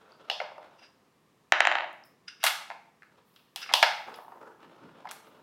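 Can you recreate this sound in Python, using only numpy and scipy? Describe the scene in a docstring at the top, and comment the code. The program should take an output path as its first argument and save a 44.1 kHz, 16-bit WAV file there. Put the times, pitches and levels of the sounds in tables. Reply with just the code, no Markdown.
"""A hollow wooden puzzle clatters on a hard floor as a dog noses and paws it, a metre from a phone.
The board drops and bounces to rest, and drawers and pegs knock: each blow rings the wood's short modes.
Wood slides in stick-slip grains, sniffs whistle in the holes, paws shuffle and fur or cloth rustles.
The bare room rings briefly after each blow, over a faint steady noise."""
import sys
import numpy as np
from scipy import signal
from scipy.fft import rfft, irfft, next_fast_len
from scipy.io import wavfile
from scipy.ndimage import uniform_filter1d

SR = 44100
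rng = np.random.default_rng(int(sys.argv[2]) if len(sys.argv) > 2 else 0)


def to_wav(sig):
    """Store sig (one row per channel, or 1-D mono) as 16-bit WAV at the path in sys.argv[1].

    Samples outside -1..1 are clipped; the rate is SR.
    """
    pcm = np.clip(np.atleast_2d(sig), -1, 1) * 32767
    pcm = np.round(pcm).astype(np.int16)
    wavfile.write(sys.argv[1], SR, pcm.T)  # frames by channels


N = 239127

# the board rocking to rest: t/s, strength/dB
BOUNCES = [(1.522, -1), (1.6048, -3), (1.6518, -9.5), (1.6713, -6), (1.7146, -12), (1.7227, -18.5),
           (1.7534, -13), (1.7709, -29), (1.7846, -18.5), (1.7993, -29.5), (1.8065, -22), (1.8217, -30.5),
           (1.8324, -33.5), (1.8427, -29)]
# softer bounces are duller; rows are box, lid, small parts, tick: full-blow level/dB, slope/(dB/dB)
BOUNCE_MIX = [(-8, 0.67), (-0.5, 1), (-7.5, 0.92), (-13.5, 2)]
# hard knocks of drawers and pegs: t/s, box/dB, lid/dB, small parts/dB, tick/dB, contact/ms
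KNOCKS = [(0.2992, -23.5, -26, -12.5, -35, 2.2), (0.4018, -20.5, -21.5, -31, -62, 2),
          (2.4305, -36.5, -30, -28, -33, 2.8), (2.4392, -14.5, -17, -14, -9.5, 4.3),
          (2.4462, -36, -23.5, -22.5, -19, 21), (2.465, -28.5, -16, -13.5, -15, 12),
          (2.7017, -25.5, -27.5, -36, -64, 0.43), (3.56, -36, -39.5, -24.5, -25, 4),
          (3.738, -11.5, -22.5, -4, -11.5, 2.7), (3.8272, -7, -6, -7, -22, 5.9),
          (5.1122, -44, -31.5, -36.5, -24, 0.82)]
# light touches: t/s, level/dB, kind of touch
TAPS = [(0.3128, -26.5, "box"), (0.4148, -23.5, "box"), (0.5183, -36, "box"), (0.5809, -30.5, "box"),
        (0.6285, -43, "lid"), (0.6446, -47, "lid"), (0.817, -48, "box"), (1.9301, -50.5, "claw"),
        (2.5058, -21.5, "lid"), (2.7105, -28.5, "edge"), (2.7163, -33, "edge"), (2.7205, -38, "edge"),
        (3.0217, -45, "lid"), (3.0311, -42, "lid"), (3.3607, -44.5, "peg"), (3.6175, -31, "peg"),
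        (3.6614, -33, "lid"), (3.6917, -33, "rub"), (3.713, -27.5, "box"), (3.7265, -27, "peg"),
        (3.7534, -18.5, "peg"), (4.0834, -33.5, "box"), (4.0948, -54, "claw"), (4.1411, -37, "peg"),
        (4.1596, -49, "claw"), (4.1862, -31, "box"), (4.2473, -42, "box"), (4.2806, -37, "box"),
        (4.3203, -35, "box"), (4.3722, -43.5, "box"), (4.6048, -49, "lid"), (5.0462, -39, "box"),
        (5.0534, -28.5, "box"), (5.0612, -36, "box"), (5.0717, -35, "lid"), (5.0767, -36, "edge"),
        (5.0895, -36, "peg"), (5.1072, -40, "peg"), (5.1172, -31, "claw")]
# colour of each kind of touch: box/dB, lid/dB, small parts/dB, tick/dB, contact/ms
TOUCH_MIX = {"box": (-1.5, -21, -27.5, -32, 4), "lid": (-12.5, -1.5, -11, -21, 1.2),
             "peg": (-20, -10.5, -2, -13.5, 6.2), "rub": (-3, 3, -9.5, -26.5, 15),
             "edge": (-0.5, -4.5, -17, -33, 1.2), "claw": (-12.5, -7, -11, 2.5, 1.1)}
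# tiny bright pings, as of a peg or claw: t/s, level/dB, f/Hz
PINGS = [(0.1204, -48, 4630), (0.2994, -22, 4100), (1.522, -38, 5830), (1.6048, -39, 5890),
         (1.6522, -33.5, 6990), (1.6707, -37, 7000), (1.723, -45, 7100), (2.038, -46.5, 5250),
         (3.0217, -42, 1700), (3.3406, -62, 5000), (3.7375, -11.5, 5100), (4.1602, -48, 10800)]
# where the registers of hollow box, lid, small parts and dry tick begin: f/Hz
PART_EDGES_HZ = [0, 1100, 2500, 5500]
# modes of the puzzle board: f/Hz, width/Hz, level/dB
BOARD_MODES = [(730, 174, -2.5), (830, 240, -1.5), (1250, 670, -16), (1496, 266, -4.5), (1775, 395, 8.5),
               (1965, 160, -22), (2700, 260, 3), (3005, 350, 4), (3530, 280, -5), (4400, 250, -14)]
# modes of the floor under it: f/Hz, width/Hz, level/dB
FLOOR_MODES = [(324, 110, -7), (455, 130, -21)]
# modes of the drawers: f/Hz, width/Hz, level/dB
DRAWER_MODES = [(574, 840, -7), (715, 272, 11), (850, 240, 9.5), (1395, 290, 1.5), (1626, 280, -1),
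                (2122, 140, -3.5), (2340, 290, -4), (2907, 200, 3.5), (3270, 430, 14.5), (3700, 500, 6.5),
                (4100, 110, -15.5), (5070, 420, 7), (5280, 1100, -4.5)]
# strokes of wood on wood: t/s, length/s, start level/dB, end level/dB, scuff offset/dB
SLIDES = [(0.0, 0.21, -54.5, -64.5, -13), (0.196, 0.1, -59, -57.5, -7), (0.613, 0.55, -57, -85, -10.5),
          (3.096, 0.1, -75, -65.5, -9), (3.3, .2, -78, -81, 2.5), (3.585, 0.16, -68.5, -51.5, 3),
          (4.069, .14, -46, -57.5, -17), (4.266, .27, -58.5, -55, -42), (4.594, 0.52, -57.5, -60, -12.5),
          (5.157, .06, -54.5, -69, -5), (5.234, 0.23, -58.5, -63.5, -11.5)]
# puffs through the nose: peak t/s, level/dB, rise/s, fall/s
SNIFFS = [(0.84, -48.5, 0.046, 0.048), (2.282, -41.5, .006, 0.078), (2.404, -54, .004, 0.13),
          (2.428, -48, 0.009, .004), (3.575, -42.5, 0.0057, 0.1), (3.615, -38.5, 0.0093, 0.049),
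          (3.68, -49, 0.046, .08)]
# resonances of nostrils and peg holes: f/Hz, width/Hz, level/dB
NOSE_MODES = [(1400, 300, -8), (1690, 300, -5), (2180, 300, -6), (2730, 330, 0), (3600, 1100, -13),
              (4960, 400, -2), (5700, 800, -12), (9000, 2500, -31)]
# paws shifting on the floor: peak t/s, level/dB, rise/s, fall/s
PAW_STEPS = [(0.03, -71, 0.075, 0.083), (0.23, -63, .03, 0.1), (4.1, -70.5, .03, 0.31),
             (4.536, -68, .5, 0.28), (4.684, -59.5, 0.052, 0.16), (4.83, -56.5, 0.041, 0.46),
             (5.242, -61.5, 0.027, .9)]
# brushes of fur or cloth: peak t/s, level/dB, rise/s, fall/s
RUSTLES = [(2.054, -66, .012, .09), (3.272, -74, .04, 0.13), (3.354, -73.5, 0.069, .24),
           (3.61, -61, .06, .07), (3.95, -70.5, .15, 0.79), (4.158, -70, .01, 0.21),
           (5.14, -79, .01, 0.071), (5.27, -76.5, 0.067, .4)]
# octave bands of the reverb tail: f/Hz, t60/s, trim/dB
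ROOM_BANDS = [(280, 0.77, 0.5), (463.4, 0.55, 0), (1024, 0.5, 2.5), (2020, 0.52, -1), (4010, 0.48, 1),
              (7400, 0.45, -2), (13500, 0.34, 0.5)]
# spectrum of the room tone: f/Hz, relative density/dB
ROOM_TONE = [(15, -57.5), (25, -35), (53, -19), (166, -1.5), (249, -3.5), (416, -6), (489, -6), (607, -13),
             (1190, -9), (1440, -19), (1840, -14.5), (2000, -17.5), (16000, -34)]

FAR_END_UNTIL_S, FAR_END_PITCH = 1.0, 0.84  # the dog starts at the far end, whose hollow rings lower


def board_drop():
    """The board bounces to rest and sounds the floor under it; returns the direct and wall feeds."""
    drops = [(s, *(full + slope * db for full, slope in BOUNCE_MIX), 0.21) for s, db in BOUNCES]
    board = blows(drops, BOARD_MODES, scatter_db=1, rise_ms=0.58, tick_top_hz=7600, blur=1)
    direct, walls = small_box(board, low_hz=601) + ring(board, FLOOR_MODES, order=2)
    return np.array([direct, band(walls, 100, 4770, order=3)])  # aimed treble: little reaches the walls


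def drawer_knocks():
    """Knocks and light taps ring the hollow drawers; returns the direct and wall feeds."""
    taps = [(s, *(db + np.array(TOUCH_MIX[kind][:-1])), TOUCH_MIX[kind][-1]) for s, db, kind in TAPS]
    out = 0
    for far_end, pitch in (True, FAR_END_PITCH), (False, 1):
        rows = [row for row in KNOCKS + taps if (row[0] < FAR_END_UNTIL_S) == far_end]
        modes = [(hz * pitch if hz < PART_EDGES_HZ[1] else hz, width, db) for hz, width, db in DRAWER_MODES]
        wood = blows(rows, modes, scatter_db=2, rise_ms=0.27, tick_top_hz=13680, blur=0.4)
        out = out + small_box(wood, low_hz=673 * pitch)
    return out


def blows(rows, modes, scatter_db, rise_ms, tick_top_hz, blur):
    """Struck wood rings, rattles and ticks, from rows laid out like KNOCKS; returns direct and wall feeds."""
    t = np.arange(2048) / SR
    direct, walls = np.zeros((2, N + len(t)))
    hz, width, db = np.transpose(modes)[:, :, None]
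    part = np.minimum(np.searchsorted(PART_EDGES_HZ, hz[:, 0]) - 1, 2)
    impulse = 1. * (t == 0)
    tick = band(impulse, PART_EDGES_HZ[3], tick_top_hz)

    def layers(partials):
        """Group the modes into box, lid and small parts, with the tick on top."""
        return [partials[part == k].sum(axis=0) for k in range(3)] + [tick]

    ringing = undb(db) * mode_envelope(t, rise_ms, width) * np.sin(2 * np.pi * hz * t)
    clean_layers = layers(ringing)
    wall_layers = layers(ringing * np.exp(-np.pi * blur * width * t))  # all sides blend: an evener colour
    for s, *levels_db, contact_ms in rows:
        spot = undb(scatter_db * rng.standard_normal(hz.shape))  # each new spot reweights the modes
        grit = 0.15 * np.exp(-1000 * t / max(contact_ms, .1))
        force = impulse + grit * rng.standard_normal(len(t))  # one impact, then loose micro-contacts
        span = slice(int(s * SR), int(s * SR) + len(t))
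        for level_db, struck, clean, blurred in zip(levels_db, layers(spot * ringing),
                                                    clean_layers, wall_layers):
            voice = signal.fftconvolve(struck, force)[:len(t)]
            gain = undb(level_db) * np.linalg.norm(clean) / np.abs(clean).max()
            gain *= np.sqrt(1 + np.sum(grit ** 2))  # the rattle adds energy
            direct[span] += gain * voice / np.linalg.norm(voice)
            walls[span] += gain * blurred / np.linalg.norm(blurred)
    return np.array([direct[:N], walls[:N]])


def mode_envelope(t, rise_ms, width_hz):
    """A struck mode swells for a moment; the wider it is, the faster it dies."""
    return (1 - np.exp(-1000 * t / rise_ms)) ** 2 * np.exp(-np.pi * width_hz * t)


def small_box(x, low_hz):
    """A small box radiates little bass."""
    return signal.sosfilt(signal.butter(6, low_hz, "highpass", fs=SR, output="sos"), x)


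def pings():
    """Each ping is one short, bright mode."""
    out, t = np.zeros(N), np.arange(1024) / SR
    envelope = mode_envelope(t, rise_ms=.4, width_hz=420)
    for s, db, hz in PINGS:
        out[int(s * SR):][:len(t)] += undb(db) * envelope / envelope.max() * np.sin(2 * np.pi * hz * t)
    return out


def sliding_wood():
    """Uneven stick-slip grains shake the lower drawer modes; a finer scuff rides on top."""
    grains = rng.standard_normal(N) * flicker(120, 5.0) * flicker(25, 0.88)
    hollow = unit(ring(grains, [mode for mode in DRAWER_MODES if mode[0] < 1500]))
    body = unit(hollow + 0.89 * unit(band(grains, 280, 880)))
    scuff = unit(band(grains, 2500, 4200) + .4 * band(grains, 4700, 5100))
    body_level = strokes([row[:-1] for row in SLIDES])
    scuff_level = strokes([(s, length, a + offset, b + offset) for s, length, a, b, offset in SLIDES])
    return body_level * body + scuff_level * scuff


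def sniffs():
    """Fluttering air whistles in nostrils and peg holes."""
    air = rng.standard_normal(N) * flicker(90, 4.0)
    return swells(SNIFFS) * unit(ring(air, NOSE_MODES, order=2))


def paws():
    """A soft low shuffle carried by the floorboards."""
    return swells(PAW_STEPS) * unit(band(rng.standard_normal(N) * flicker(9.4, 4.7), 140, 330))


def rustle():
    """Fur or cloth brushes with a thin, high hiss."""
    return swells(RUSTLES) * unit(band(rng.standard_normal(N) * flicker(40, 1.5), 10000, 17000))


def room_reverb(x, wet_db=-5, gap_s=.004, rise_s=.0029):
    """Diffuse echoes build after a short gap, bunch at the first walls and die faster in the treble."""
    t = np.arange(int(.9 * SR)) / SR
    tail = 0
    for hz, t60, db in ROOM_BANDS:
        octave = unit(band(rng.standard_normal(len(t)), hz / np.sqrt(2), hz * np.sqrt(2)))
        tail = tail + undb(db - 60 * t / t60) * octave * np.sqrt(hz)
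    tail *= 1 - np.exp(-np.maximum(t - gap_s, 0) / rise_s)
    tail *= undb(2.5 * np.exp(-((t - .017) / .0031) ** 2))  # the first walls answer at 17 ms
    return undb(wet_db) * signal.fftconvolve(x, tail / np.linalg.norm(tail))[:N]


def room_tone(level_db=-67):
    """A bed of steady house and microphone noise, wavering a little."""
    size = next_fast_len(N)
    hz, db = np.transpose(ROOM_TONE)
    bins_hz = np.arange(size // 2 + 1) * SR / size
    colour = undb(np.interp(np.log(bins_hz + 1), np.log(hz), db))
    noise = irfft(rfft(rng.standard_normal(size)) * colour, size)[:N]
    return undb(level_db) * unit(noise) * flicker(1.7, 0.4)


def strokes(rows):
    """Fader moves that run evenly in dB across each stroke, with soft edges."""
    t = np.arange(N) / SR
    level = sum(undb(np.interp(t, [s, s + length], [from_db, to_db])) * (t >= s) * (t <= s + length)
                for s, length, from_db, to_db in rows)
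    return uniform_filter1d(level, size=400, mode="nearest")


def swells(rows):
    """Each swell climbs 20 dB in its rise time and sinks 20 dB in its fall time."""
    t = np.arange(N) / SR
    return sum(undb(db - 20 * np.maximum((s - t) / rise, (t - s) / fall)) for s, db, rise, fall in rows)


def flicker(rate_hz, spread_db):
    """A gain that glides between random levels."""
    hold = int(SR / rate_hz)
    steps = np.repeat(rng.standard_normal(N // hold + 1), hold)
    return undb(spread_db * uniform_filter1d(steps, hold)[:N])


def ring(x, modes, order=1):
    """Drive a bank of resonances, each applied order times; neighbours swing in opposite sense."""
    out = 0
    for k, (hz, width, db) in enumerate(modes):
        y = x
        for _ in range(order):
            y = signal.lfilter(*signal.iirpeak(hz, hz / width, fs=SR), y)
        out = out + (-1) ** k * undb(db) * y
    return out


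def band(x, lo_hz, hi_hz, order=2):
    return signal.sosfilt(signal.butter(order, [lo_hz, hi_hz], "bandpass", fs=SR, output="sos"), x)


def undb(db):
    return 10 ** (np.asarray(db) / 20)


def unit(x):
    return x / np.sqrt(np.mean(x ** 2))


def scene():
    """Puzzle and sniffs feed the reverb; paws, rustle and room tone stay dry."""
    direct, walls = board_drop() + drawer_knocks()
    ping, slide, nose = pings(), sliding_wood(), sniffs()
    close = direct + ping + slide + nose
    send = walls + undb(-1) * ping + slide + undb(-5.5) * nose
    return (close + room_reverb(send) + paws() + rustle() + room_tone())[None]


def record(dry):
    """The phone rounds the loudest peaks and cuts the top."""
    ceiling, top_hz = undb(-2.6), 16000
    rounded = dry / (1 + (np.abs(dry) / ceiling) ** 8) ** (1 / 8)
    return signal.sosfilt(signal.ellip(10, .2, 90, top_hz, fs=SR, output="sos"), rounded)


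dry = scene()
out = record(dry)
to_wav(out)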